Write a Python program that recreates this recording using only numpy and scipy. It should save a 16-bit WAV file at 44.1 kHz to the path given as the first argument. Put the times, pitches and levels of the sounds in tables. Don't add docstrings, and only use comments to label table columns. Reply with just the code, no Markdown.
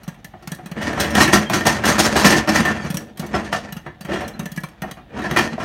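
import sys
import numpy as np
from scipy import signal
from scipy.fft import rfft, irfft
from scipy.io import wavfile
from scipy.ndimage import uniform_filter1d, map_coordinates

SR = 44100
rng = np.random.default_rng(int(sys.argv[2]) if len(sys.argv) > 2 else 0)


def rack_gain(trim_db):
    fader = np.asarray(trim_db, float)
    return 10 ** (fader / 20)


def unload_audio(sound):
    columns = np.transpose(np.atleast_2d(sound))
    steps = np.round(np.clip(columns, -1, 1) * 32767)
    wavfile.write(sys.argv[1], SR, steps.astype(np.int16))


N = 248724
LOW_HZ, HIGH_HZ = 400, 2800
# f/Hz, bandwidth/Hz, level/dB
POT_MODES = [(219, 74, -1), (318.6, 22, -2), (566, 23, -7.5), (709, 59, -6.5), (927, 110, -12),
             (1070, 74, -11), (1333, 93, -8.5), (1633, 34, -10), (1781, 14, 0), (1860, 20, -13),
             (2270, 8.9, -8.5), (2456, 34, -9), (2692, 45, -11), (2880, 55, -11.5), (3245, 64, -10.5),
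             (3944, 87, -10.5), (4550, 13, -7), (5300, 73, -10.5), (5840, 62, -6.5), (6350, 10, -9),
             (7830, 57, -17.5), (8460, 380, -20.5), (11380, 640, -24)]


def unit(x):
    return x / np.sqrt(np.mean(x ** 2))


def ring(x, hz, width_hz):
    return signal.lfilter(*signal.iirpeak(hz, hz / max(width_hz, 32.0), fs=SR), x)


def colour(x, points):
    hz, db = np.transpose(points)
    bins_hz = np.arange(2049) * SR / 4096
    cepstrum = irfft(np.log(rack_gain(np.interp(np.log(bins_hz + 1), np.log(hz), db))))
    cepstrum[1:2048] *= 2
    cepstrum[2049:] = 0
    response = irfft(np.exp(rfft(cepstrum)))
    return signal.fftconvolve(x, response)[:len(x)]


def split(x):
    bands = (LOW_HZ, "low"), ([LOW_HZ, HIGH_HZ], "band"), (HIGH_HZ, "high")
    return [signal.sosfilt(signal.butter(3, hz, kind, fs=SR, output="sos"), x) for hz, kind in bands]


def walk(rate, count):
    hold = int(SR / rate)
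    held = np.repeat(rng.standard_normal((count, N // hold + 1)), hold, axis=1)[:, :N]
    return 1.49 * uniform_filter1d(uniform_filter1d(held, hold), hold)


def grains(per_s, spread_db, n):
    moment, sign, strength = rng.random((3, n))
    return (moment < per_s / SR) * np.sign(sign - 0.5) * rack_gain(-spread_db * np.log(1 - strength))


def kitchen(x, wet_db, gap_s=0.0029):
    # f/Hz, t60/s
    room_t60 = [(100, 0.24), (1000, 0.24), (12000, 0.25)]
    t = np.arange(SR // 2) / SR
    bands = split(colour(rng.standard_normal(len(t)), [(300, -3.6), (9000, -5.5)]))
    tail = sum(band * np.exp(-np.log(1000) * t / t60) for band, (_, t60) in zip(bands, room_t60))
    tail = tail * (t > gap_s)
    return x + rack_gain(wet_db) * signal.fftconvolve(x, tail / np.sqrt(np.sum(tail ** 2)))[:N]


def metal(force, ring_db, spot_db, detune, damp):
    # f/Hz, level/dB per Hz
    body_points = [(35, -38), (60, -2.5), (179, -13.5), (312, -8), (509, -1.5), (756, 2), (1020, -4.5),
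                   (1740, -1), (2100, -6), (5980, -11), (15500, -31.5)]
    rings = 0
    for (hz, width_hz, db), spot, bend in zip(POT_MODES, spot_db, detune):
        rings = rings + rack_gain(db) * ring(force * rack_gain(spot), hz * bend, width_hz * damp)
    return colour(force, body_points) + rack_gain(ring_db) * rings


def rattle(ring_hz, t60, rise_s, per_s, ring_db, edge_hz):
    force = grains(per_s, 2.06, SR // 4)[:int(SR * np.clip(t60 + 0.07, 0.1, 0.25))]
    t = np.arange(len(force)) / SR
    fade = np.log(1000) * t / min(t60, 0.4)
    force = force * (1 - np.exp(-t / rise_s))
    octaves = np.log2(np.array(POT_MODES)[:, 0] / ring_hz)
    scatter, bend = rng.standard_normal((2, len(POT_MODES)))
    spot_db = 9 * np.exp(-(octaves / 0.12) ** 2) + 4 * scatter
    detune = 1 + 0.018 * bend
    damp = 1.9
    soft = np.exp(-2 * np.pi * np.clip(edge_hz, 500, 9000) / SR)
    blow = signal.lfilter([1 - soft], [1, -soft], force * np.exp(-fade))
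    bass, body, _ = split(metal(blow, ring_db, spot_db, detune, damp))
    if ring_hz < LOW_HZ:
        bass = ring(bass, ring_hz, 90)
    crack = force * np.exp(-fade / 0.6)
    return bass, body, split(metal(crack, ring_db, spot_db, detune, damp))[2]


def add(track, s, parts):
    at = int(s * SR)
    piece = sum(x / np.abs(x).max() * rack_gain(db) for x, db in parts)[:N - at]
    track[at:at + len(piece)] += piece


def burner():
    # f/Hz, level/dB per Hz
    flame_points = [(15, -46), (25, 24), (195, 8), (405, -28), (734, 7.5), (1610, -33), (1790, -23),
                    (3520, -10.5), (6050, -33), (16000, -31)]
    flutter = rack_gain(1.6 * walk(6.6, count=1)[0])
    return unit(colour(rng.standard_normal(N), flame_points) * flutter) * rack_gain(-47.5)


def chinks():
    # t/s, peak level/dB, f/Hz, t60/s
    touches = [
        (1.4594, -36, 3200, 0.24),
        (4.2444, -43, 4170, 0.04),
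        (4.337, -46.5, 4080, 0.08),
        (5.0094, -65, 3700, 0.089),
        (5.1944, -47, 3930, 0.064),
    ]
    out, t = np.zeros(N), np.arange(SR // 4) / SR
    for s, peak_db, hz, t60 in touches:
        swell = (1 - np.exp(-t / 0.0032)) * np.exp(-np.log(1000) * t / t60)
        add(out, s, [(swell * np.sin(2 * np.pi * hz * t), peak_db + 4.0)])
    return out


def drag(size=32):
    # t/s, level/dB
    settling = [(0.0, -48), (0.21, -51), (0.344, -51.5), (0.506, -42.5), (0.646, -45.5), (0.74, -53),
                (2.9, -60), (3.12, -73), (3.7, -43), (3.96, -53.5), (4.04, -59), (4.38, -64),
                (4.508, -42.5), (4.64, -52.5), (4.78, -48), (4.908, -41.5), (5.018, -54.5), (5.64, -63.5)]
    # peak t/s, grind level/dB, rise/s, fade/(dB/s), corn over grind/dB
    hard_strokes = [(0.83, -21.5, 0.088, 40, -6), (1.003, -14.5, 0.035, 134, -5),
                    (1.157, -12, 0.027, 69, -5.5), (1.225, -14.5, 0.068, 159.5, 4.5),
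                    (1.336, -11.5, 0.018, 172, 4.5), (1.538, -17.5, 0.054, 86.5, 0),
                    (1.668, -12, 0.014, 118.5, 1), (1.852, -12.5, 0.025, 81.5, -4),
                    (1.9, -12, 0.071, 209.5, -1), (1.994, -15.5, 0.019, 88, 4.6),
                    (2.051, -16.5, 0.041, 238, -2), (2.167, -9, 0.017, 107, -1.5),
                    (2.252, -12.5, 0.015, 93.5, 1.3), (2.385, -20, 0.26, 329, 1.5),
                    (2.492, -13.5, 0.015, 222, -2), (2.561, -10.5, 0.049, 141, -1),
                    (2.658, -18, 0.0098, 81, -5.5), (2.9, -35.5, 0.45, 67.5, 0)]
    # peak t/s, grind level/dB, rise/s, fade/(dB/s), corn over grind/dB
    light_nudges = [(3.21, -33, 0.012, 66, -3), (3.349, -22, 0.027, 92, -4.5),
                    (3.448, -31.5, 0.013, 303, 2.5), (3.533, -24, 0.019, 189.5, 8.5),
                    (4.099, -27, 0.03, 63.5, -12), (4.159, -28, 0.13, 97.5, -1),
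                    (5.174, -29, 0.046, 48.5, -7.5), (5.25, -27, 0.12, 68, -4),
                    (5.314, -28, 0.022, 400, -3.5), (5.376, -15, 0.012, 126, -0.1),
                    (5.599, -31, 0.04, 32, 0.5)]
    rise_db, corn_swing = 20, 1.364
    t = np.arange(0, N + size, size) / SR
    s, grind_db, rise_s, fade, corn_db = np.array(hard_strokes + light_nudges).T[:, :, None]
    shape_db = np.where(t < s, rise_db * (t - s) / rise_s, fade * (s - t))
    rest = rack_gain(np.interp(t, *np.transpose(settling)))
    grind = rack_gain(grind_db + shape_db).sum(axis=0)
    corn = rack_gain(grind_db + corn_db + corn_swing * shape_db).sum(axis=0)
    rumble = rack_gain(-6) * grind ** 0.66 * grind / (grind + rest)
    gains = grind + rest, rumble + rack_gain(2) * rest, corn + rack_gain(-8) * rest
    return [uniform_filter1d(np.repeat(g, size)[:N], size=200) for g in gains]


def shake(sharp_hz=7000, brighten=0.77):
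    grind_gain, rumble_gain, corn_gain = drag()
    jerks = rack_gain(2.38 * walk(70, count=1)[0])
    force = kitchen(grains(2500, 1.88, N) * jerks, wet_db=-6)
    spread_db = np.clip(np.array(POT_MODES)[:, :1] / 150, 1.5, 4.5)
    spot_db = walk(30, count=len(POT_MODES)) * spread_db
    scrape = metal(force, 1.7, spot_db, np.ones(len(POT_MODES)), 0.97)
    rocking = np.cumsum(1 + 0.012 * walk(14, count=1)[0])
    rumble, grind, corn = split(map_coordinates(scrape, [rocking], mode="mirror"))
    dull = signal.sosfilt(signal.butter(2, sharp_hz, fs=SR, output="sos"), corn)
    sharp = signal.sosfilt(signal.butter(2, sharp_hz, "high", fs=SR, output="sos"), corn)
    corn = unit(dull - sharp * (corn_gain / rack_gain(-8.5)) ** brighten)
    bottom = rack_gain(-4.5) * (unit(rumble) * rumble_gain + unit(grind) * grind_gain)
    return bottom + rack_gain(-8.0) * corn * corn_gain


def knocks():
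    # t/s, ring peak level/dB, crack over ring/dB, rattle t60/s
    on_lid = [(0.89, -19, -26, 0.065), (0.931, -11, -15.5, 0.038), (1.151, -3, -5, 0.065),
              (1.204, 5.5, -13, 0.18), (1.277, -4, -11, 0.081), (1.332, 6, -20, 0.094),
              (1.359, -6, -7.5, 0.15), (1.534, -3, -7, 0.21), (1.609, -7, -15, 0.019),
              (1.653, -5.5, -12, 0.084), (1.791, -12, -34.5, 0.086), (1.917, -18.5, -7, 0.11),
              (1.997, 1.5, -17, 0.021), (2.044, -7, -20, 0.048), (2.245, 4.5, -11, 0.21),
              (2.322, 0, -17, 0.25), (2.558, -1, -16, 0.21), (2.651, -5, -14, 0.12),
              (2.798, -16.5, -29, 0.041), (3.36, -25, -10, 0.09), (3.45, -30, -22, 0.026),
              (3.862, -18, -25, 0.13), (5.218, -17.5, -17, 0.078), (5.241, -12.5, -29, 0.17),
              (5.311, -6.5, -13.5, 0.042), (5.362, -2, -15, 0.086), (5.424, -22, -12, 0.17)]
    on_wall = [(1.666, -0.5, -8.5, 0.19), (3.518, -28, -28, 0.076), (5.158, -23, -38, 0.32),
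               (5.328, -19, -19, 0.043), (5.372, 3, -10.5, 0.09), (5.388, -1.5, -9, 0.08)]
    on_grate = [(0.337, -24, -48, 0.067), (0.425, -32, -9, 0.11), (0.588, -23, -50, 0.073),
                (0.777, -31, -33, 0.12), (0.816, -21, -2, 0.18), (1.001, -8, 1.5, 0.16),
                (1.105, -26, 4, 0.096), (1.179, -4.5, -30, 0.023), (1.498, -4.5, -8.5, 0.072),
                (1.853, -10.5, 2, 0.63), (1.982, -3.5, -15.5, 0.052), (2.157, -1.5, -21, 0.13),
                (2.474, -6.5, -15, 0.15), (3.224, -20.5, -35, 0.23), (3.339, -6, -37, 0.18),
                (4.133, -16, -14, 0.14), (4.158, -13.5, -22, 0.072), (4.206, -12.5, -18, 0.2),
                (4.834, -16, -30, 0.13), (4.97, -28, -24.5, 0.15), (5.19, -15, -20, 0.08),
                (5.579, -12, -34, 0.053), (5.599, -14, -22, 0.41)]
    on_rim = [(0.978, -8, -23, 0.037), (1.838, -1, -20, 0.078), (3.527, -2, -17, 0.065),
              (3.545, -6, -24, 0.058), (4.088, -20, -33, 0.21)]
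    on_belly = [
        (4.086, -26, -23, 0.19),
        (4.112, -16.5, -23, 0.1),
        (4.145, -38, -23, 0.14),
    ]
    # knocks, loudest ring f/Hz, bass peak level/dB of a knock at 0 dB
    spots = [(on_lid, 1826, -12), (on_wall, 880, -19.5), (on_grate, 720, -12.5),
             (on_rim, 1250, -22), (on_belly, 387, -3)]
    out = np.zeros(N)
    for rows, ring_hz, bass_db in spots:
        for s, ring_db, crack_db, t60 in rows:
            edge_hz = 6000 * rack_gain(1.1 * crack_db + 11.0)
            bass, body, crack = rattle(ring_hz, t60, 0.0014, 9000, 15.0, edge_hz)
            add(out, s - 0.001, [(bass, bass_db + 0.8 * ring_db), (body, ring_db - 4.5),
                                 (crack, ring_db + crack_db - 2.0)])
    return kitchen(out, wet_db=-5.0)


def pops(air_hz=170, air_width_hz=70):
    # t/s, ring peak level/dB, thump over ring/dB, crack over ring/dB
    at_lid = [(0.122, -34, -24, -21), (0.245, -23, -8.5, -9), (0.474, -17.5, -7.5, -11),
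              (0.518, -17, -2.5, -10), (0.548, -48, -5, 13), (0.715, -17.5, -3.5, -18.5),
              (2.97, -16.5, -8, 2), (3.724, -22, -2.5, -5), (3.956, -34, -13, -37), (4.457, -15, -8, -15.5),
              (4.518, -28, 3, -5), (4.562, -28, -3, -6), (4.575, -12, -6.5, -19.5),
              (4.686, -33, -14, -11.5), (4.82, -10.5, -10, -18), (4.912, -19.5, -12, -11)]
    at_wall = [(0.659, -21.5, -5, -12), (2.943, -18, 1, -6.5), (4.009, -23.5, -6.5, -12),
               (4.049, -19.5, -7, -16), (4.279, -26.5, -16, -5), (4.393, -13.5, -5, -15.5),
               (4.603, -46, 2, 6), (4.635, -14.5, -7, -16.5)]
    at_bottom = [(0.033, -33.5, -9, -7), (0.078, -18, -1, -16.5), (0.143, -31, -19, -22),
                 (0.634, -42, 9.5, -19), (2.847, -11, -7, -32), (2.902, -18, 3.5, -10),
                 (3.173, -28.5, -13, -5.5), (3.195, -16.5, -1.5, -10.5), (3.264, -34, -14, -2),
                 (3.766, -22, -2, -15.5), (4.429, -25.5, 2.5, -14)]
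    # bursts, loudest ring f/Hz, patter t60/s
    spots = [(at_lid, 1820, 0.057), (at_wall, 1090, 0.096), (at_bottom, 640, 0.1)]
    thumps, patter = np.zeros((2, N))
    for rows, ring_hz, t60 in spots:
        for s, ring_db, thump_db, crack_db in rows:
            _, body, crack = rattle(ring_hz, t60, 0.0016, 14000, 18.0, 3000)
            crack = signal.lfilter([1, -0.6], 1, crack)
            hz = air_hz * (1 + 0.029 * rng.standard_normal())
            puff = -ring(ring(signal.unit_impulse(SR // 8), hz, air_width_hz), hz, air_width_hz)
            add(thumps, s - 0.001, [(split(puff)[0], ring_db + thump_db)])
            add(patter, s - 0.001, [(body, ring_db - 7.5), (crack, ring_db + crack_db + 4.5)])
    return kitchen(thumps, wet_db=-13.5) + kitchen(patter, wet_db=-10.0)


def scene():
    return (burner() + chinks() + shake() + knocks() + pops())[None]


def roll_off(x):
    return signal.sosfilt(signal.butter(12, 16460, fs=SR, output="sos"), x)


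def record(dry):
    band = signal.sosfilt(signal.butter(3, 52, "high", fs=SR, output="sos"), dry)
    rounded = np.tanh(0.8 * band) / 0.8
    band = signal.sosfilt(signal.ellip(8, 0.2, 60, 15850, fs=SR, output="sos"), rounded)
    mix = np.clip(band, -1, 1)
    return roll_off(mix)


dry = scene()
out = record(dry)
unload_audio(out)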